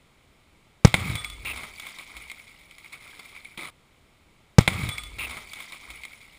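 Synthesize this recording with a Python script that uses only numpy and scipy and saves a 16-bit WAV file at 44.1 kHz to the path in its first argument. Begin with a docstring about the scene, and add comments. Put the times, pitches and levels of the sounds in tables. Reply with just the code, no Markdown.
"""Firecracker in a metal appliance

On an icy lot in the still of night, a big firecracker blows a metal appliance apart.
Steep pressure fronts overload the microphone; filtered noise rumbles back from trees and banks.
Noise bursts and grains make the landing debris and skids, swaying sines a torn, tumbling panel.
The shot is cut off short and then starts a second time."""
import sys
import numpy as np
from scipy import signal
from scipy.io import wavfile
from scipy.ndimage import uniform_filter1d

SR = 44100
rng = np.random.default_rng(int(sys.argv[2]) if len(sys.argv) > 2 else 0)


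def generate_wav(sig):
    """Save sig (samples, or channels by samples) to the path in sys.argv[1] as 16-bit PCM at SR."""
    pcm = np.round(np.clip(np.atleast_2d(sig).T, -1, 1) * 32767).astype(np.int16)
    wavfile.write(sys.argv[1], SR, pcm)


N = 281358
REPLAY_S, CUT_S = 3.735873, 3.703  # the second play starts; the debris stops within each play
TIME = np.arange(round(REPLAY_S * SR)) / SR

# pressure fronts, push and suction in turn, the last a thin late crack:
# (time [s], level [dB], rise [s], decay [s])
SHOCKS = [(0.8486, 2, 0.000036, 0.0031), (0.8514, 9.5, 0.0003, 0.003), (0.8544, 8, 0.0014, 0.002),
          (0.9424, 2, 0.0002, 0.000097)]
# spectrum of the dull body of pieces and scraps: (frequency [Hz], relative level [dB])
BODY = [(40, -5.5), (200, -1.5), (500, -4), (900, -2), (1300, -0.5), (2500, -11), (6000, -47)]
# spectrum of bright, crackling grit: (frequency [Hz], relative level [dB])
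PATTER = [(200, -37.5), (900, -11.5), (1900, -1), (3200, 1.5), (5000, -4.5), (8000, -8.5), (11000, -18.5),
          (15000, -18)]


def gain_of(db):
    """Decibels to amplitude."""
    return 10 ** (np.asarray(db) / 20)


def evened(x):
    """Scales to unit rms."""
    return x / np.sqrt(np.mean(x ** 2) + 1e-20)


def crest_evened(x):
    """Scales the loudest 128 samples to unit rms."""
    return x / np.sqrt(uniform_filter1d(x ** 2, size=128).max())


def dying(t, t60):
    """Exponential decay by 60 dB in t60 seconds."""
    return np.exp(-np.log(1000) * t / t60)


def add(mix, s, sound):
    """Mixes a sound in at time s."""
    part = mix[round(s * SR):][:len(sound)]
    part += sound[:len(part)]


def noise(t):
    """White noise as long as t."""
    return rng.standard_normal(len(t))


def band_of(x, hz, width_hz):
    """Keeps one band of x, as a broad resonance does."""
    edges = [hz - width_hz / 2, hz + width_hz / 2]
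    return signal.sosfilt(signal.butter(2, edges, "band", fs=SR, output="sos"), x)


def colour(x, spectrum, depth=1, size=4096):
    """Causal filter: a source's spectrum, heard through the microphone's resonances at the given depth."""
    # peaks and dips of the microphone's port and case: (centre [Hz], width [Hz], boost [dB])
    resonances = [(1250, 350, 2), (1490, 140, -5), (1750, 220, -6), (2210, 440, 12.5), (2850, 180, -3),
                  (3650, 750, 3.5), (6020, 600, -10), (8400, 900, 3), (9780, 450, 13), (12200, 1600, -8),
                  (14250, 500, 14), (15100, 400, 7)]
    hz = np.abs(np.fft.fftfreq(size, 1 / SR))
    table_hz, table_db = np.transpose(spectrum)
    db = np.interp(np.log(hz + 1), np.log(table_hz), table_db)
    for centre, width, boost in resonances:
        db = db + depth * boost * .5 ** ((2 * (hz - centre) / width) ** 2)
    # the Hilbert transform of the log gain gives the minimum phase
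    response = np.fft.ifft(np.exp(signal.hilbert(np.log(gain_of(db))).conj())).real
    return signal.oaconvolve(x, response[:size // 2])[:len(x)]


def grains(t, per_s, spread_db, wash):
    """Tiny impacts of widely different size over a wash of countless smaller ones."""
    size = gain_of(spread_db * np.minimum(rng.exponential(1, len(t)), 4))
    struck = rng.random(len(t)) < per_s / SR
    clicks = size * rng.choice([-1, 1], len(t)) * struck
    return evened(evened(clicks) + wash * noise(t))


def swell(s, db, rise_s, hold_s, fall_db_per_s):
    """Gain that climbs 20 dB in rise_s to its crest at s, holds, then dies away."""
    climb_db = 20 * np.maximum(s - TIME, 0) / rise_s
    fall_db = fall_db_per_s * np.maximum(TIME - s - hold_s, 0)
    return gain_of(db - climb_db - fall_db)


def night(db=-59):
    """Faint steady air from all sides, which the microphone colours less."""
    # spectrum of the still air: (frequency [Hz], relative level [dB])
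    air = [(20, 7), (90, 2.5), (250, -3.5), (500, -8), (1100, -10.5), (2200, -14), (3100, -14), (5000, -22),
           (8000, -23.5), (10000, -28), (15000, -32.5)]
    return gain_of(db) * evened(colour(noise(TIME), air, depth=0.55))


def blast():
    """Steep pressure fronts that relax in milliseconds; the diaphragm buzzes as it is flung across."""
    # the microphone's buzz under overload: (pitch [Hz], level [dB], half length [s])
    buzz = (5700, -3, .00022)
    out = np.zeros(len(TIME))
    for k, (s, db, rise, decay) in enumerate(SHOCKS):
        t = np.maximum(TIME - s, 0)
        out -= (-1) ** k * gain_of(db) * np.minimum(t / rise, 1) * np.exp(-t / decay)
    hz, db, length = buzz
    t = TIME - SHOCKS[1][0]
    return out + gain_of(db) * np.sin(2 * np.pi * hz * t) * np.exp(-(t / length) ** 2)


def rumble(echo_rise_s=0.12, echo_fall_db_per_s=76):
    """The blast scattered by trees and banks, deeper as it comes from farther away."""
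    # spectra of the near and the far rumble: (frequency [Hz], relative level [dB])
    near_spectrum = [(25, -32.5), (60, 0.5), (110, 8), (170, 2.5), (280, -10), (450, -21), (1000, -43)]
    far_spectrum = [(25, -29), (50, 13.5), (100, -2), (200, -20), (450, -19), (1000, -86)]
    # rolls from the near trees, stopping quickly, and from beyond them, deeper:
    # (crest [s], level [dB], rise [s], hold [s], fall [dB/s])
    near_roll = (.975, -32.5, .07, .165, 260)
    deep_roll = (1.36, -43, 0.5, 0.14, 89)
    # faint, deep echoes from distant banks: (crest [s], level [dB])
    far_echoes = [(1.51, -50), (1.71, -54), (2.17, -53.5)]
    far = [swell(*deep_roll)]
    far += [swell(s, db, echo_rise_s, 0, echo_fall_db_per_s) for s, db in far_echoes]
    near_sound = swell(*near_roll) * evened(colour(noise(TIME), near_spectrum))
    far_sound = np.linalg.norm(far, axis=0) * evened(colour(noise(TIME), far_spectrum))
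    return (near_sound + far_sound) * (TIME > SHOCKS[0][0])


def impact(low_db, high_db, t60, depth, contact=3, tail_db=-22, tail_t60=0.31):
    """A hard first contact, a quick crumble of smaller ones, and a faint scatter from the ground."""
    # spectra of the hard clack and the bright snap: (frequency [Hz], relative level [dB])
    clack = [(200, -28), (900, -3), (2000, 1.5), (3500, 6), (5000, -7), (8000, -4), (11000, -12.5),
             (15000, -15.5)]
    snap = [(800, -32), (2200, -26.5), (3200, -6.5), (5000, 0.5), (6200, 5), (7500, -2), (10000, -15),
            (12200, -5.5), (14300, -21.5), (16000, -8)]
    t = TIME[:SR // 5]
    out = np.zeros(len(t))
    fade = dying(t, t60) + gain_of(tail_db) * dying(t, tail_t60)
    # the snap dies twice as fast as the rest
    layers = ((clack, -6, fade), (BODY, -3 + low_db, fade), (snap, -4 + high_db, fade ** 2))
    for spectrum, level_db, shape in layers:
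        sound = colour(noise(t) * shape + contact * (t == 0), spectrum, depth)
        out += gain_of(level_db) * crest_evened(sound)
    return out


def cracks(snap_db=-26.5, mic_depth=0.91):
    """Short, full cracks as the charge goes off and the casing bursts."""
    # (time [s], level [dB], low body relative to that level [dB], t60 [s])
    bursts = [(0.854, -16.5, -1, 0.015), (0.8714, -24, -4, 0.035), (0.9412, -6.5, -5, 0.013),
              (0.943, -15, -7.5, 0.016), (0.9489, -19.5, 2, 0.011)]
    out = np.zeros(len(TIME))
    for s, db, body_db, t60 in bursts:
        add(out, s, gain_of(db) * impact(body_db, snap_db, t60, mic_depth))
    return out


def tearing(db=-35, t60=0.34):
    """The casing rips: a crackle that dies away right behind the shock."""
    t, out = TIME[:SR // 3], np.zeros(len(TIME))
    grit = grains(t, per_s=1400, spread_db=2.0, wash=0.17)
    crackle = evened(colour(grit, PATTER, depth=.7))
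    add(out, SHOCKS[2][0], gain_of(db) * crackle * dying(t, t60))
    return out


def thuds():
    """Low thuds from ground, near walls and big pieces, each a few dying cycles of a low sine."""
    # (time [s], level [dB], pitch [Hz], t60 [s])
    blows = [(0.8726, -17.5, 115, 0.0833), (0.943, -9.5, 168, 0.022), (1.101, -15, 129, 0.014),
             (1.152, -22.5, 110, 0.042), (1.632, -43, 228, 0.1038), (3.577, -35, 208, 0.032),
             (3.588, -40, 338, 0.11)]
    out, t = np.zeros(len(TIME)), TIME[:SR // 4]
    for s, db, hz, t60 in blows:
        add(out, s, -gain_of(db) * dying(t, t60) * np.sin(2 * np.pi * hz * t))
    return out


def shower_db():
    """Level of the falling debris over time, the powers of all waves summed."""
    # small debris flung straight out, lobbed, and thrown high:
    # (crest [s], level [dB], rise [s], hold [s], fall [dB/s])
    waves = [(1.008, -39, 0.15, 0.14, 69), (1.595, -49, 1, 0.55, 14.5), (3.084, -49.5, 0.54, 0.12, 20)]
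    return 20 * np.log10(np.linalg.norm([swell(*wave) for wave in waves], axis=0) + 1e-12)


def shower(patter_db=-2, chatter_db=-3, clump_db=1.8, flutter_db=4):
    """Grit rains on the ice, bright and dull pieces in clumps of their own; a narrow chatter flutters on top."""
    # spectrum of the chatter: (frequency [Hz], relative level [dB])
    chatter = [(1200, -22.5), (2280, -1.5), (3300, -18.5), (7500, -20), (9800, -14.5), (12000, -41),
               (14300, -23), (16000, -19)]
    # the thicker the shower, the more dull pieces: -42 dB at -39 dB, and 1.435 dB gained per dB
    high_db = shower_db()
    low_db = -42 + 1.435 * (high_db + 39)
    layers = ((PATTER, high_db + patter_db, clump_db),
              (BODY, low_db, clump_db),
              (chatter, high_db + chatter_db, flutter_db))
    out = np.zeros(len(TIME))
    for spectrum, db, swing_db in layers:
        slow = uniform_filter1d(uniform_filter1d(noise(TIME), size=600), size=250)
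        clumps = gain_of(swing_db * evened(slow))
        grit = grains(TIME, per_s=1900, spread_db=3, wash=.55)
        out += evened(colour(grit * clumps, spectrum)) * gain_of(db)
    return out * np.interp(TIME, [.94, .946], [0, 1]) * (TIME < CUT_S)


def splinters(db=-45, low_hz=2800, high_hz=9000, busiest_s=1.7, spread_s=0.5, count=320):
    """Small shards tick on the ice, each at its own pitch; they land thickest around busiest_s."""
    out, t = np.zeros(len(TIME)), TIME[:SR // 100]
    for when, pitch, size in rng.random((count, 3)):
        s = busiest_s + spread_s / 2 * np.log(when / (1 - when))  # logistic spread
        hz = low_hz * (high_hz / low_hz) ** pitch
        u = hz * t / 2  # a dry tick lasts only a few cycles
        tick = np.e * u * np.exp(-u) * np.sin(2 * np.pi * hz * t)
        if SHOCKS[-1][0] < s < CUT_S:
            add(out, s, gain_of(db + 12.6 * (size ** 2 - 1.0)) * tick)
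    return out


def chips(db=8.0, spread_db=17, low_hz=900, high_hz=5000, t60=0.021, count=150):
    """Chips land at random within the shower, each with a short pop at a pitch of its own."""
    out, t, level_db = np.zeros(len(TIME)), TIME[:SR // 20], shower_db()
    for when, pitch, size in rng.random((count, 3)):
        s = SHOCKS[-1][0] + when * (CUT_S - SHOCKS[-1][0])
        hz = low_hz * (high_hz / low_hz) ** pitch
        pop = np.sin(2 * np.pi * hz * t) * dying(t, t60)
        add(out, s, gain_of(np.interp(s, TIME, level_db) + db - spread_db * size) * pop)
    return out * (TIME < CUT_S)


def clink(hz=2240, width_hz=210, t60=0.057):
    """A scrap of thin metal rattles to rest in one short, broad resonance."""
    t = TIME[:SR // 5]
    return crest_evened(band_of(noise(t) * dying(t, t60), hz, width_hz))


def landings(snap_db=-12.5, clink_db=-3, mic_depth=1.1):
    """Pieces hit the ice: light ones click, heavy ones crunch, and metal ones clink instead of snapping."""
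    # (time [s], level [dB], heft from light shard to heavy chunk [0-1], ring from snap to clink [0-1])
    pieces = [(0.995, -30.5, 0.82, .4), (1.0977, -30, 0.97, .3), (1.1537, -22.5, 0.67, 0),
              (1.2456, -20, .1, 0.2), (1.2998, -30, 0.11, 0), (1.4503, -33.5, .3, 0.83),
              (1.5602, -29.5, 0.56, 0), (1.5724, -32, 0.61, 0), (1.6335, -33, 1, 0.053),
              (1.7976, -28, 0.25, 0.0055), (1.867, -32, 0.42, 0.27), (1.8879, -36, .5, 0),
              (1.9859, -32.5, 0.37, .6), (2.1668, -31.5, 0.74, 0), (2.2987, -33, .1, .9),
              (2.3155, -26, 0.036, 0.13), (2.3953, -42, 0.15, 0.59), (2.7101, -39.5, 0.25, 0.76),
              (2.7829, -35, 0.045, 0.059), (2.9276, -35, .3, 0.83), (3.193, -35.5, 0.85, 0.2),
              (3.3727, -41, 0.26, 1), (3.4477, -33.5, 0.12, 1), (3.5761, -31, .3, 0.67)]
    # a heavier piece has more body and crumbles for longer
    light_body_db, heavy_body_db, light_t60, heavy_t60 = -24.5, -4, 0.019, 0.073
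    out = np.zeros(len(TIME))
    for s, db, heft, ring in pieces:
        body_db = light_body_db + heft * (heavy_body_db - light_body_db)
        t60 = light_t60 * (heavy_t60 / light_t60) ** heft
        hit = impact(body_db, snap_db - 20 * ring, t60, mic_depth)
        add(out, s, gain_of(db) * (hit + ring * gain_of(clink_db) * clink()))
    return out


def panel(spin_hz=15, flutter=0.53):
    """A ringing torn sheet of metal; it flexes and tumbles, which sways the pitch and the loudness."""
    # modes of the sheet: (pitch [Hz], relative level [dB], t60 [s])
    modes = [(1228, -6, .32), (3435, 0, .44), (8560, -6, .38), (10790, -25, .35), (13220, -27, .3)]
    # blows that ring it: (time [s], level [dB])
    blows = [(1.155, -44), (1.178, -36), (1.248, -39.5)]
    out, t = np.zeros(len(TIME)), TIME[:SR // 2]
    spin = np.sin(2 * np.pi * spin_hz * t)
    for s, blow_db in blows:
        flex = evened(uniform_filter1d(noise(t), size=700))
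        clock = np.cumsum(1 + .003 * spin + .003 * flex) / SR  # time warped by the swaying pitch
        for hz, db, t60 in modes:
            ring = np.sin(2 * np.pi * (hz * clock + rng.random())) * dying(t, t60)
            add(out, s, gain_of(blow_db + db) * ring * (1 + flutter * spin))
    return out


def squeal():
    """The first skid's squeal: a short noisy hiss in a few broad bands."""
    # (start [s], length [s])
    span = (1.447, .085)
    # (centre [Hz], width [Hz], level [dB])
    bands = [(2560, 400, -34.5), (9450, 500, -49), (14700, 600, -49)]
    s, length = span
    out, t = np.zeros(len(TIME)), TIME[:round(length * SR)]
    for hz, width, db in bands:
        hiss = evened(band_of(noise(t), hz, width))
        add(out, s, gain_of(db) * hiss * signal.windows.tukey(len(t), .3))
    return out


def skids(squeal_hz=2287, squeal_width_hz=480, end_db=-10, crest=0.53, start_db=-3, lump_db=2.0):
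    """A lumpy run of catches swells and fades, exciting the scrap's own broad resonance."""
    # scraps skidding on the ice: (start [s], length [s], level [dB])
    slides = [(1.449, 0.095, -36.5), (1.529, 0.19, -43.5), (1.829, 0.094, -45), (1.983, 0.059, -46.5),
              (2.839, 0.044, -49), (2.923, 0.045, -45), (3.346, 0.034, -49.5), (3.574, .14, -39)]
    # spectrum of the scraping catches: (frequency [Hz], relative level [dB])
    rasp = [(200, -34), (900, -1.5), (2000, 0.5), (3700, -1), (5200, -10), (7500, -11.5), (9600, -8.5),
            (11000, -25), (15000, -17)]
    out = np.zeros(len(TIME))
    for s, length, db in slides:
        # a heavier scrap slides for longer, with more body and less squeal
        doublings = np.log2(length / 0.048)
        body_db = db - 11 + 4.5 * doublings
        squeal_db = db - 2.5 - 12.5 * doublings
        t = TIME[:round(length * SR)]
        lumps = gain_of(lump_db * evened(uniform_filter1d(noise(t), size=160)))
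        catches = grains(t, per_s=1900, spread_db=2, wash=0.4) * lumps
        sound = gain_of(db) * evened(colour(catches, rasp))
        sound += gain_of(body_db) * evened(colour(noise(t) * lumps, BODY))
        sound += gain_of(squeal_db) * evened(band_of(noise(t) * lumps, squeal_hz, squeal_width_hz))
        course_db = np.interp(t / length, [0, crest / 2, crest, 1], [start_db, 0, 0, end_db])
        add(out, s, sound * gain_of(course_db))
    return out * (TIME < CUT_S)


def scene():
    """One shot, then the same shot again, ending before it is through."""
    bang = blast() + rumble() + cracks() + tearing() + thuds()
    debris = shower() + splinters() + chips() + landings() + panel() + squeal() + skids()
    return np.tile(night() + bang + debris, 2)[None, :N]


def record(dry, low_cut_hz=22, edge_hz=15450):
    """The microphone sheds the deepest bass and clips at full scale; then the top treble is cut off."""
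    heard = signal.sosfilt(signal.butter(1, low_cut_hz, "high", fs=SR, output="sos"), dry)
    low_pass = signal.firwin(255, edge_hz, window=("kaiser", 8), fs=SR)
    return signal.oaconvolve(np.clip(heard, -1, 1), low_pass[None], "same")


dry = scene()
out = record(dry)
generate_wav(out)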